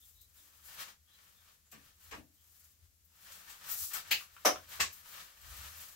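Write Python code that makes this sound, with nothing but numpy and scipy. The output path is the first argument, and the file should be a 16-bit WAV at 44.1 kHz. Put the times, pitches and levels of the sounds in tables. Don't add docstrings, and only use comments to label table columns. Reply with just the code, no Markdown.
import sys
import numpy as np
from scipy import signal
from scipy.fft import rfft, irfft
from scipy.io import wavfile
from scipy.ndimage import uniform_filter1d

SR = 44100
rng = np.random.default_rng(int(sys.argv[2]) if len(sys.argv) > 2 else 0)


def transcribe(u):
    v = np.clip(np.atleast_2d(u).T, -1, 1)
    q = np.round(v * 32767).astype(np.int16)
    wavfile.write(sys.argv[1], SR, q)


N = 262742
TIME = np.arange(N) / SR


def from_db(db):
    return 10 ** (np.asarray(db) / 20)


def rms_one(x):
    return x / np.sqrt(np.mean(x ** 2) + 1e-20)


def at_hz(points, hz):
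    known_hz, values = np.transpose(points)
    return np.interp(np.log(np.maximum(hz, 1)), np.log(known_hz), values)


def convolve(x, response):
    return signal.fftconvolve(np.atleast_2d(x), np.atleast_2d(response), axes=-1)[:, :np.shape(x)[-1]]


def body(eq, modes=(), tilt_db_per_octave=0, size=8192):
    hz = np.fft.rfftfreq(size, 1 / SR)
    level_db = at_hz(eq, hz) + tilt_db_per_octave * np.log2(np.maximum(hz, eq[0][0]))
    for centre_hz, width_hz, boost_db in modes:
        level_db = level_db + boost_db / (1 + (2 * (hz - centre_hz) / width_hz) ** 2)
    cepstrum = irfft(np.log(from_db(level_db)))[:size // 2]
    cepstrum[0] = 0
    response = irfft(np.exp(rfft(2 * cepstrum, size)))[:size // 2]
    return response / np.linalg.norm(response)


def swells(rows, drop_db=10.5, roundness=1.5):
    t, power = TIME[::32], 1e-14
    for peak_s, attack_s, release_s, level_db in rows:
        away = np.abs(t - peak_s) / np.maximum(np.where(t < peak_s, attack_s, release_s), 1 / SR)
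        power = power + from_db(level_db - drop_db * away ** roundness) ** 2
    return np.interp(TIME, t, 10 * np.log10(power))


# freq_hz, left_right_correlation
ROOM_CORRELATION = [(60, 0.86), (200, 0.76), (450, 0.56), (900, -0.18), (2000, 0.14), (8000, -0.02)]

def diffuse(size):
    mid, side = rfft(rng.standard_normal((2, size)))
    alike = at_hz(ROOM_CORRELATION, np.fft.rfftfreq(size, 1 / SR))
    return irfft(np.sqrt(1 + alike) * mid + np.sqrt(1 - alike) * side * [[1], [-1]], size)


# freq_hz, t60_s
ROOM_DECAY = [(100, 0.37), (300, 0.22), (700, 0.24), (1500, 0.16), (4000, 0.22), (8000, 0.21),
              (14000, 0.14)]

def greenhouse(direct_db, build_s=0.0019, lumpy_db=5.0, size=16384, bands=7):
    t, hz = np.arange(size) / SR, np.fft.rfftfreq(size, 1 / SR)
    reflections = from_db(lumpy_db * np.clip(rng.standard_normal(size), -2, 2) * np.exp(-t / 0.0079))
    field = rfft(diffuse(size) * reflections / np.sqrt(uniform_filter1d(reflections ** 2, size=201)))
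    centres_hz, tail = np.geomspace(100, 15000, bands), 0
    for centre_hz, share in zip(centres_hz, np.eye(bands)):
        band = irfft(field * at_hz(np.c_[centres_hz, share], hz))
        tail = tail + band * from_db(-60 * t / at_hz(ROOM_DECAY, centre_hz))
    tail = tail * (1 - np.exp(-t / build_s))
    response = tail / np.linalg.norm(tail, axis=1, keepdims=True)
    response[:, 0] += from_db(direct_db)
    return response / np.linalg.norm(response, axis=1, keepdims=True)


# peak_s, attack_s, release_s, level_db
LOW_THUMPS = [(0.15, 0.21, 0.24, -70.5), (2.18, 0.093, 0.043, -56), (2.85, 0.062, 0.039, -64),
              (3.83, .04, 0.045, -61.5), (4.08, 0.07, 0.095, -70.5), (4.6, 0.23, 0.37, -64.5),
              (4.83, 0.042, 0.077, -53.5), (5.53, 0.1, 0.2, -52.5)]
# freq_hz, gain_db
LOW_END_EQ = [(20, -44), (40, -13), (55, -3.5), (68, -2), (80, 3), (100, -10.5), (150, -25), (300, -36),
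              (800, -31.5)]
AIR_EQ = [(88, -40), (150, 1), (366, -9.5), (844, -14.5), (3000, -9), (7270, -2), (9180, -8), (12800, -2.5),
          (15500, -7)]

def ambience(rumble_db=-73.5, wander_db=0.4, wander_s=0.081, air_db=-72):
    wander = np.interp(TIME / wander_s, np.arange(64), rng.standard_normal(64))
    envelope = np.hypot(from_db(rumble_db - wander_db * wander), from_db(swells(LOW_THUMPS)))
    low_end = envelope * rms_one(convolve(diffuse(N), body(LOW_END_EQ)))
    air = from_db(air_db) * rms_one(convolve(diffuse(N), body(AIR_EQ)))
    return low_end + air


# start_s, length_s, start_pitch_hz,
# end_pitch_hz, level_db
BIRD_CHIRPS = [(0.0, .05, 3480, 3540, -73), (0.13, .13, 3800, 3950, -75.5), (0.35, .07, 3560, 3620, -76),
               (1.043, .13, 3260, 3260, -75.5), (1.097, .07, 3810, 4100, -76),
               (1.337, .08, 3680, 3400, -76.5), (1.64, .04, 7400, 6740, -77), (2.35, .07, 3060, 3310, -81)]

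def bird(warble=0.053):
    song = np.zeros(N)
    for start_s, length_s, start_hz, end_hz, level_db in BIRD_CHIRPS:
        progress = (TIME - start_s) / length_s
        singing = (progress > 0) & (progress < 1)
        waver = rms_one(uniform_filter1d(rng.standard_normal(N), size=50))[singing]
        pitch_hz = (start_hz + (end_hz - start_hz) * progress[singing]) * (1 + warble * waver)
        envelope = from_db(level_db) * 2 * np.sin(np.pi * progress[singing])
        song[singing] += envelope * np.sin(2 * np.pi * np.cumsum(pitch_hz) / SR)
    return convolve(song, greenhouse(direct_db=-20))


def slips(per_s, spread_db, size):
    strengths = from_db(spread_db * np.minimum(rng.exponential(1, size), 4)) * rng.choice([-1, 1], size)
    return rms_one(strengths * (rng.random(size) < per_s / SR))


def friction(level_db, eq, per_s, spread_db, flutter_db, direct_db, modes=(), spots=5):
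    rate = per_s * from_db((level_db - level_db.max()) / 2)
    flutter = from_db(flutter_db * rms_one(uniform_filter1d(rng.standard_normal(N), size=400)))
    grains = from_db(level_db) * rms_one(slips(rate, spread_db, N) / np.sqrt(rate) * flutter)
    spot = rng.integers(0, spots, N)
    echoed = sum(convolve(grains * (spot == k), greenhouse(direct_db)) for k in range(spots))
    return convolve(echoed, body(eq, modes))


# peak_s, attack_s, release_s, paper_db, seeds_db
FINGER_STROKES = [(0.03, 0.17, 0.22, -78, -59.5), (0.388, 0.11, 0.21, -69.5, -59.5),
                  (0.57, 0.1, .08, -66.5, -65), (0.66, 0.035, 0.061, -63, -52),
                  (0.744, 0.08, 0.016, -56, -51), (0.81, .045, 0.021, -43.5, -42.5),
                  (0.874, 0.022, 0.034, -54, -52.5), (1.228, 0.14, 0.12, -65.5, -62),
                  (1.47, 0.15, 0.097, -66.5, -63), (1.85, 0.15, 0.071, -64, -61),
                  (2.06, 0.094, 0.063, -65.5, -56), (2.57, 0.25, 0.19, -73.5, -60),
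                  (3.332, 0.15, 0.16, -57, -51.5), (3.506, 0.085, 0.055, -54, -51.5),
                  (3.68, 0.082, 0.087, -49.5, -47), (3.721, 0.047, 0.027, -52, -35),
                  (3.804, 0.078, 0.085, -55.5, -34.5), (3.95, 0.039, 0.043, -42.5, -39.5),
                  (4.086, 0.057, 0.053, -52, -53), (4.213, 0.06, 0.029, -58, -48.5),
                  (4.501, 0.28, 0.24, -61, -56.5), (4.719, 0.035, 0.066, -47.5, -44.5),
                  (4.96, 0.18, 0.18, -63.5, -56.5), (5.17, 0.15, .11, -51.5, -49),
                  (5.611, 0.22, 0.18, -52, -48), (5.828, 0.15, 0.14, -56.5, -49)]
# freq_hz, gain_db
SLEEVE_EQ = [(100, 1.5), (200, 1.5), (350, -6.5), (550, -1.5), (750, -10), (1200, -29), (3000, -12)]
PAPER_EQ = [(150, -38), (400, -15.5), (620, -9.5), (900, -4.5), (1250, -1.5), (1900, -2.5), (3500, -1.5),
            (6000, -5.5), (9000, -10.5), (15000, -28.5)]
SEED_EQ = [(300, -36), (1500, -40), (3000, -18.5), (5000, -10.5), (7500, -6), (9500, -10), (11000, -5.5),
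           (12500, -2), (14500, -5), (16000, -1.5)]
# centre_hz, width_hz, boost_db
PAPER_MODES = [(760, 58, -1), (1245, 420, 5), (1740, 170, 3), (3460, 190, -1)]

def strokes(sleeve_peak_db=-63.5, sleeve_follow=0.62):
    peak_s, attack_s, release_s, paper_peaks_db, seed_peaks_db = np.transpose(FINGER_STROKES)
    paper_db = swells(zip(peak_s, attack_s, release_s, paper_peaks_db))
    seeds_db = swells(zip(peak_s, attack_s, release_s, seed_peaks_db))
    sleeve_db = sleeve_peak_db + sleeve_follow * (paper_db - paper_db.max())
    sleeve = friction(sleeve_db, SLEEVE_EQ, per_s=15000, spread_db=4, flutter_db=1, direct_db=-5)
    paper = friction(paper_db, PAPER_EQ, per_s=9000, spread_db=1, flutter_db=2.5, direct_db=-12,
                     modes=PAPER_MODES)
    seeds = friction(seeds_db, SEED_EQ, per_s=6000, spread_db=5.5, flutter_db=1.5, direct_db=-10.5)
    return (sleeve + paper + seeds) * from_db([[.5], [-.5]])


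def hits(rows, eq, modes, crackle_db, direct_db, size=8192, spots=2):
    track, t = np.zeros((2, N)), np.arange(size) / SR
    for start_s, level_db, decay_s, tilt_db_per_octave, pan_left_db in rows:
        force = slips(9000, 1.1, size) * np.exp(-t / decay_s) * from_db(crackle_db)
        force[0] += 1
        spot = rng.integers(0, spots, size)
        echoed = sum(signal.fftconvolve([force * (spot == k)], greenhouse(direct_db), axes=-1)
                     for k in range(spots))
        hit = convolve(echoed, body(eq, modes, tilt_db_per_octave))
        hit *= np.sqrt(0.054 * SR) / np.linalg.norm(hit)
        start = round(start_s * SR)
        hit = hit[:, :N - start] * from_db(level_db + np.array([[pan_left_db], [-pan_left_db]]) / 2)
        track[:, start:start + hit.shape[1]] += hit
    return track


# start_s, level_db, decay_s, tilt_db_per_octave, pan_left_db
CREASE_HITS = [(0.092, -62, 0.0083, 22, 6), (0.211, -56.5, 0.0017, 15.5, 2), (1.7155, -53, 0.0018, 11.5, 3),
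               (1.724, -55, 0.029, -1.5, 0.5), (2.111, -51, 0.0034, 2.5, 4.5),
               (2.121, -44.5, .019, -3.5, -1), (3.046, -65, 0.0017, 25, 14), (3.318, -52, .006, 9.5, 1),
               (3.492, -52.5, 0.011, 8, 4), (3.7125, -28, .002, 29, 6), (3.934, -38.5, 0.0062, 16.5, 15),
               (4.795, -43, .004, -3.5, 2), (4.8005, -28, 0.01, 3.6, 1.5), (4.8053, -32, 0.004, 4, -5.5),
               (4.926, -46, 0.00054, 17, 2)]
# freq_hz, gain_db
CREASE_EQ = [(60, -24), (200, -6), (450, 2), (750, 4.5), (1100, 4), (2600, 7), (3900, 1.5), (5500, 0),
             (8000, -3), (9700, -18), (12500, -9.5), (15500, -17)]
# centre_hz, width_hz, boost_db
CREASE_RING = [(1120, 150, 9.5), (1742, 320, 6.2), (2580, 190, 3.8), (8300, 760, 1.3)]

def creases():
    return hits(CREASE_HITS, CREASE_EQ, CREASE_RING, crackle_db=-23, direct_db=-17)


# start_s, level_db, decay_s, tilt_db_per_octave, pan_left_db
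BENCH_HITS = [(0.37, -74, .1, 4.5, 1), (1.73, -61, 0.038, -11, 1.4), (2.133, -59, 0.068, -1.5, 1),
              (2.172, -55, 0.0099, 1.5, 1), (2.235, -90, 0.059, 5, 1)]
# freq_hz, gain_db
BENCH_EQ = [(60, -30), (125, 0), (180, -1), (290, 11.5), (400, -6), (700, -3.5), (1400, -22), (4000, -37)]

def bench_bumps():
    return hits(BENCH_HITS, BENCH_EQ, modes=(), crackle_db=5, direct_db=-10)


# start_s, level_db, decay_s, tilt_db_per_octave, pan_left_db
POP_HITS = [(4.1095, -32.5, 0.0035, 0.44, 1), (4.114, -25.5, 0.0014, 0.57, 0.22)]
# freq_hz, gain_db
POP_EQ = [(60, -15), (300, -17), (550, -13), (1000, -2.5), (1700, -2.5), (2700, 2.5), (4000, 0.5),
          (7000, -7), (9000, -16), (12500, -5.5), (15500, -7)]
# centre_hz, width_hz, boost_db
POP_RING = [(1060, 430, 1.8), (2540, 670, 3.5)]

def packet_pop():
    return hits(POP_HITS, POP_EQ, POP_RING, crackle_db=-10.5, direct_db=-9.5)


# start_s, level_db, decay_s, tilt_db_per_octave, pan_left_db
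TOUCH_HITS = [(4.208, -55.5, 0.0035, .2, 1), (4.366, -56.5, 0.0024, -.3, 1), (4.559, -48.5, 0.0032, -.3, 0)]
# freq_hz, gain_db
TOUCH_EQ = [(200, -25), (700, -22), (1000, -4), (1250, 4.5), (1900, -12.5), (2600, -11), (4000, -16.5),
            (15000, -53)]

def finger_touches():
    return hits(TOUCH_HITS, TOUCH_EQ, modes=(), crackle_db=-12, direct_db=-2)


# start_s, level_db, decay_s, tilt_db_per_octave, pan_left_db
TAP_HITS = [(4.4498, -28, 0.0023, -1, 0.86), (4.453, -21.5, 0.0046, -0.61, 0),
            (4.4625, -32, 0.0032, 0.061, 0)]
# freq_hz, gain_db
TAP_EQ = [(60, -46), (130, -28.5), (250, -12.5), (450, -0.5), (720, 2.5), (1150, 5.5), (1500, -4.5),
          (2700, -6), (4200, -13), (5600, -24), (7200, -12), (9000, -15.5), (12000, -9), (15500, -15)]
# centre_hz, width_hz, boost_db
TAP_RING = [(215, 70, 2), (293, 22, 9), (450, 41, 0.5), (493, 35, 1.5), (626, 45, 6), (740, 69, 7.5),
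            (1240, 37, -2), (5250, 550, 14), (5840, 1170, 19)]

def fingertip_tap():
    return hits(TAP_HITS, TAP_EQ, TAP_RING, crackle_db=-14.5, direct_db=-12.5)


def scene():
    packet_hits = creases() + packet_pop() + fingertip_tap() + finger_touches()
    return packet_hits + bench_bumps() + strokes() + bird() + ambience()


# freq_hz, pan_left_db
PORT_BALANCE = [(60, 3), (200, 8.5), (500, -1), (1000, 1), (2200, 3.5), (5000, 1.5), (9000, 1.5),
                (13000, 5.5)]

def record(dry, cutoff_hz=15750):
    pan_left_db = at_hz(PORT_BALANCE, np.fft.rfftfreq(2 * N, 1 / SR))
    port_gains = from_db(pan_left_db * np.array([[1], [-1]]) / 2)
    heard = irfft(rfft(dry, 2 * N) * port_gains)[:, :N]
    return signal.sosfilt(signal.ellip(12, .1, 80, cutoff_hz, fs=SR, output="sos"), heard)


dry = scene()
out = record(dry)
transcribe(out)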